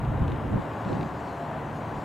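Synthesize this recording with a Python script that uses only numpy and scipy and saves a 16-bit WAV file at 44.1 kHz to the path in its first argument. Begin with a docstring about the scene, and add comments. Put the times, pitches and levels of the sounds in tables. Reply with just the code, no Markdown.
"""A distant propeller plane in the wind

A light plane drones far overhead and slowly draws away: faint engine tones in a broad, airy roar.
Gusts buffet a small camera's microphone, and its lens motor ticks in short bursts.
A thin hiss lies under it all, and one brighter snap comes near the end."""
import sys
import numpy as np
from scipy import signal
from scipy.fft import rfft, irfft, next_fast_len
from scipy.io import wavfile
from scipy.ndimage import uniform_filter1d, map_coordinates

SR = 44100
rng = np.random.default_rng(int(sys.argv[2]) if len(sys.argv) > 2 else 0)


def persist_wave(psi):
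    """Save psi, clipped to +-1, as 16-bit WAV."""
    counts = np.round(np.clip(psi, -1, 1) * 32767).astype(np.int16)
    wavfile.write(sys.argv[1], SR, np.atleast_2d(counts).T)


N = 89964

# Tone colour of the camera's hiss and of an airy treble rustle: pitch_hz, level_db
HISS_COLOUR = [(2000, -50), (4000, -7.5), (9000, 0), (12000, -2.5), (15700, -4.5)]
RUSTLE_COLOUR = [(2500, -62), (4000, 6.5), (5500, 0), (7600, 0.5), (8800, -5), (11000, -53), (14000, -120)]
# How the rustle swells and fades: time_s, level_db
RUSTLE_LEVEL = [(0.03, -69.5), (0.672, -66.5), (0.84, -63.5), (0.9, -61), (1.03, -62.5), (1.09, -64.5),
                (1.296, -63), (1.532, -66), (2.0, -63.5)]
# How alike left and right are in hiss and rustle (1 = the same): pitch_hz, likeness
HISS_LIKENESS = [(6400, 1), (7100, 1), (7900, .3), (12000, 0.25)]
# The lens motor's ticks and the one snap: start_s, level_db
LENS_TICKS = [(0.0493, -47.5), (0.173, -52), (0.1925, -46.5), (0.2194, -51), (0.2394, -50), (0.2798, -41.5),
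              (0.2994, -54), (0.3187, -42.5), (0.3595, -47), (0.5931, -50.5), (0.6194, -47), (0.7347, -52),
              (0.849, -46), (0.8894, -46), (0.9293, -44), (0.9494, -45), (0.9694, -49), (1.0101, -43),
              (1.0296, -41), (1.0889, -53), (1.6144, -52)]
SNAP = [(1.9663, -58)]
# Where the plastic body rings for each of them: pitch_hz, width_hz, level_db
TICK_RINGS = [(2350, 610, 4), (3760, 970, 2.5), (6800, 3200, -6.5)]
SNAP_RINGS = [(7400, 2800, 3.5)]
# Tone colour of each part of the wind: pitch_hz, level_db
RUMBLE_COLOUR = [(14, -43), (30, -15), (46, -3), (62, 0), (110, -44), (200, -120)]
DULL_BUFFET_COLOUR = [(30, -21), (62, -7.5), (90, 2.5), (145, -2), (200, -21), (450, -53), (1200, -120)]
BRIGHT_BUFFET_COLOUR = [(50, -67), (120, 2), (200, 3.5), (300, -2), (420, -20), (900, -66), (2000, -120)]
FLUTTER_COLOUR = [(40, -31), (120, -5), (290, -3.5), (500, -11.5), (800, -21), (1500, -44), (3000, -120)]
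# Strength of the gusts: time_s, rumble_db, buffet_db, flutter_db
GUSTS = [(0, -24, -28.5, -52), (0.04, -55, -26.5, -46), (0.08, -35, -26.5, -48), (0.13, -28, -27.0, -34.5),
         (0.17, -66, -24.5, -42), (0.195, -35, -25, -39.5), (0.22, -22, -21.5, -34), (0.24, -36, -25, -35),
         (0.26, -40, -25, -39), (0.29, -46, -26.5, -37.5), (0.33, -26, -29, -30), (0.37, -46, -34.5, -45),
         (0.41, -39, -34.5, -55), (0.445, -51, -29, -36), (0.48, -29, -34, -45), (0.52, -50, -26.5, -33),
         (0.54, -42, -25.5, -26), (0.56, -34, -22.5, -32), (0.58, -37, -24, -33), (0.595, -40, -35, -28),
         (0.62, -41, -77, -50), (0.66, -56.0, -50, -40), (0.72, -66, -41, -74), (0.79, -55, -44, -51),
         (0.83, -54, -61, -56), (0.865, -57, -27, -37), (0.885, -48, -35, -41), (0.91, -45, -38.5, -24.5),
         (0.93, -48, -30, -33), (0.96, -56, -30, -32), (0.98, -50, -29.5, -37), (1.0, -49, -27.5, -40),
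         (1.03, -61, -27.5, -33), (1.043, -58, -46, -46), (1.06, -54, -28.5, -45), (1.078, -50, -45, -58),
         (1.13, -50, -38, -43), (1.18, -58, -40.5, -60), (1.4, -63, -57, -56), (1.7, -48, -41.5, -61),
         (1.8, -59.0, -41, -81), (1.98, -43, -43, -49), (2.04, -57, -76, -71)]
# How much of the buffet is the bright kind (0 to 1): time_s, share
BRIGHT_SHARE = [(0, 0.05), (.25, 0.09), (.31, 0.13), (.55, 0.4), (.9, 0.64), (1.1, 0.92), (1.6, 0.66),
                (2.04, 0.2)]
# The engine's tones: shaft_speed_multiple, level_db
ENGINE_TONES = [(2, -52), (2.5, -60), (3, -46), (3.5, -56), (4, -45), (4.5, -54.5), (5.5, -57), (6, -53),
                (7.5, -51.5), (8, -53), (10, -59.5), (12, -58), (14.5, -52.5)]
# Thin tones that surface briefly in the drone: middle_s, half_length_s, pitch_hz, slide_hz_per_s, level_db
WHINES = [(1.35, 0.18, 694, -30, -45.5), (1.52, 0.13, 643, -8, -48.5)]
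# Tone colour of the plane's roar: pitch_hz, level_db
ROAR_COLOUR = [(24, -60), (45, -33), (90, -12.5), (150, -6), (290, -8), (400, -9.5), (560, -9.5), (700, -7),
               (1020, -9), (1250, -15.5), (1700, -19), (2200, -26.5), (3100, -32), (4030, -40.5),
               (6800, -120)]
# Strength of the roar: time_s, level_db
ROAR_LEVEL = [(0.03, -35.5), (0.44, -35), (0.8, -34.5), (1.1, -35.5), (1.5, -35.5), (2.0, -35.5)]
# How alike left and right are in the roar: pitch_hz, likeness
ROAR_LIKENESS = [(100, 0.97), (500, 0.94), (1500, 0.9), (2000, 0.77), (2700, 0.94), (3300, 1)]
# How much louder the plane is on the left: pitch_hz, left_over_right_db
PLANE_BALANCE = [(60, 1), (270, -0.7), (580, 1), (1200, 5), (2500, 3), (3300, 0)]


def amp(db):
    """Turn decibels into a gain to multiply by."""
    return 10 ** (np.asarray(db) / 20)


def unit(x):
    """Scale a signal to an average strength (rms) of 1."""
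    return x / np.sqrt(np.mean(x ** 2) + 1e-20)


def along(points, hz):
    """Look up a table's value at any pitch, on a log scale."""
    pitches, values = np.transpose(points)
    return np.interp(np.log(hz + 1), np.log(pitches + 1), values)


def curves(rows):
    """Give one value per sample for each column after the time."""
    times, *columns = np.transpose(rows)
    return [np.interp(np.arange(N) / SR, times, column) for column in columns]


def wobble(rate_hz):
    """A smooth curve through rate_hz random points a second."""
    points = rng.standard_normal(int(N * rate_hz / SR) + 4)
    return map_coordinates(points, [np.arange(N) * rate_hz / SR])


def filtered(x, response):
    """Shape a sound with a gain that depends on pitch."""
    size = next_fast_len(N + SR // 2)
    return irfft(rfft(x, size) * response(np.fft.rfftfreq(size, 1 / SR)), size)[..., :N]


def steady(x, span_s=0.046):
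    """Even out a noise's own slow swells."""
    power = uniform_filter1d(np.mean(x ** 2, axis=0), int(span_s * SR))
    return x / np.sqrt(np.abs(power) + 0.12)


def noise(colour, likeness, patchy_db=0.0):
    """Stereo noise of strength 1; patchy_db makes random patches of it louder or softer."""
    grid = signal.stft(rng.standard_normal((2, N)), nperseg=512)[2]
    patches = uniform_filter1d(rng.standard_normal(grid.shape[1:]), size=5, axis=0)  # blur over pitch
    patches = uniform_filter1d(patches, size=10, axis=1)  # and over time
    pair = signal.istft(grid * amp(patchy_db * unit(patches)), nperseg=512)[1][:, :N]
    spread = lambda hz: np.arccos(np.clip(along(likeness, hz), -1, 1)) / 2
    mid, side = filtered(pair, lambda hz: amp(along(colour, hz)) * [np.cos(spread(hz)), np.sin(spread(hz))])
    return unit(np.array([mid + side, mid - side]))


def hiss():
    """An airy rustle swells and fades over the camera's steady hiss."""
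    rustle_db, = curves(RUSTLE_LEVEL)
    rustle = amp(rustle_db) * noise(RUSTLE_COLOUR, HISS_LIKENESS, patchy_db=2.5)
    return rustle + amp(-67) * noise(HISS_COLOUR, HISS_LIKENESS, patchy_db=1.5)


def clicks(events, rings, fade_s, boost_db=5, contact_db=11.5):
    """A sharp contact and a rattle that drops 60 dB in fade_s make a small plastic body ring."""
    t = np.arange(SR // 40) / SR
    shape_db = boost_db - 60 * t / fade_s + contact_db * (t == 0)
    hits = np.zeros(N + SR)
    for start_s, level_db in events:
        rattle = np.sign(rng.standard_normal(len(t)))
        hits[round(start_s * SR):][:len(t)] += amp(level_db + shape_db) * rattle

    body = lambda hz: sum((-1) ** k * amp(db) * 1j * hz * width / (pitch ** 2 - hz ** 2 + 1j * hz * width)
                          for k, (pitch, width, db) in enumerate(rings))
    return filtered(hits[:N], lambda hz: body(hz) ** 2)


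def wind(lump_db=1, lump_rate_hz=42, peak_limit=2.6, low_cut_hz=70):
    """Gusts press on both microphone openings: they share rumble and buffet, but flutter separately."""
    rumble_db, buffet_db, flutter_db = curves(GUSTS)
    share = np.clip(curves(BRIGHT_SHARE)[0], 0, 1)
    lumps = lambda: amp(lump_db * wobble(lump_rate_hz))
    rumble = steady(noise(RUMBLE_COLOUR, likeness=[(50, 0.97)], patchy_db=1.0))
    dull = noise(DULL_BUFFET_COLOUR, likeness=[(100, 0.98)])
    bright = noise(BRIGHT_BUFFET_COLOUR, likeness=[(100, 0.98)])
    buffet = steady(lumps() * (np.sqrt(1 - share) * dull + np.sqrt(share) * bright))
    buffet /= np.sqrt(1 + (buffet.mean(axis=0) / peak_limit) ** 2)  # round off the peaks
    flutter = steady(lumps() * noise(FLUTTER_COLOUR, likeness=[(100, -0.11)], patchy_db=2.5))
    flutter *= amp(flutter_db) * amp([[-1.8], [1.8]])  # louder on the right
    flutter = filtered(flutter, lambda hz: hz ** 2 / (hz ** 2 + low_cut_hz ** 2))
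    return amp(rumble_db) * rumble + amp(buffet_db) * buffet + flutter


def plane(shaft_hz=37.88, sink_hz_per_s=0.2192, shimmer_db=3, drift_rad=0.24, pulse_depth=0.063):
    """Engine tones shimmer through restless air, inside the roar of propeller and exhaust."""
    t = np.arange(N) / SR
    turns = shaft_hz * t - sink_hz_per_s * t ** 2 / 2  # the pitch sinks as the plane draws away
    tones = np.zeros(N)
    for multiple, level_db in ENGINE_TONES:
        strength = np.sqrt(2) * amp(level_db + shimmer_db * wobble(5.23))
        phase = 2 * np.pi * (multiple * turns + rng.random())
        tones += strength * np.sin(phase + drift_rad * wobble(6.28))
    for middle_s, half_length_s, pitch_hz, slide_hz_per_s, level_db in WHINES:
        offset_s = t - middle_s
        phase = 2 * np.pi * (pitch_hz * offset_s + slide_hz_per_s * offset_s ** 2 / 2 + rng.random())
        strength = np.sqrt(2) * amp(level_db + shimmer_db * wobble(12))
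        swell = np.exp(-(offset_s / half_length_s) ** 4)
        tones += strength * swell * np.sin(phase)
    roar_db, = curves(ROAR_LEVEL)
    firing = 1 + pulse_depth * np.sin(4 * np.pi * turns)  # two pulses per turn of the shaft
    roar = noise(ROAR_COLOUR, ROAR_LIKENESS) * firing
    roar *= amp(roar_db + 0.51 * wobble(7.92))
    return filtered(roar + tones, lambda hz: amp(np.outer([.5, -.5], along(PLANE_BALANCE, hz))))


def scene():
    """Add up the plane, the wind and the camera's own small sounds."""
    return (plane() + wind()
            + clicks(LENS_TICKS, TICK_RINGS, fade_s=0.02)
            + clicks(SNAP, SNAP_RINGS, fade_s=0.006)
            + hiss())


def record(dry):
    """The camera keeps nothing above 15740 Hz."""
    return filtered(dry, lambda hz: hz < 15740)


dry = scene()
out = record(dry)
persist_wave(out)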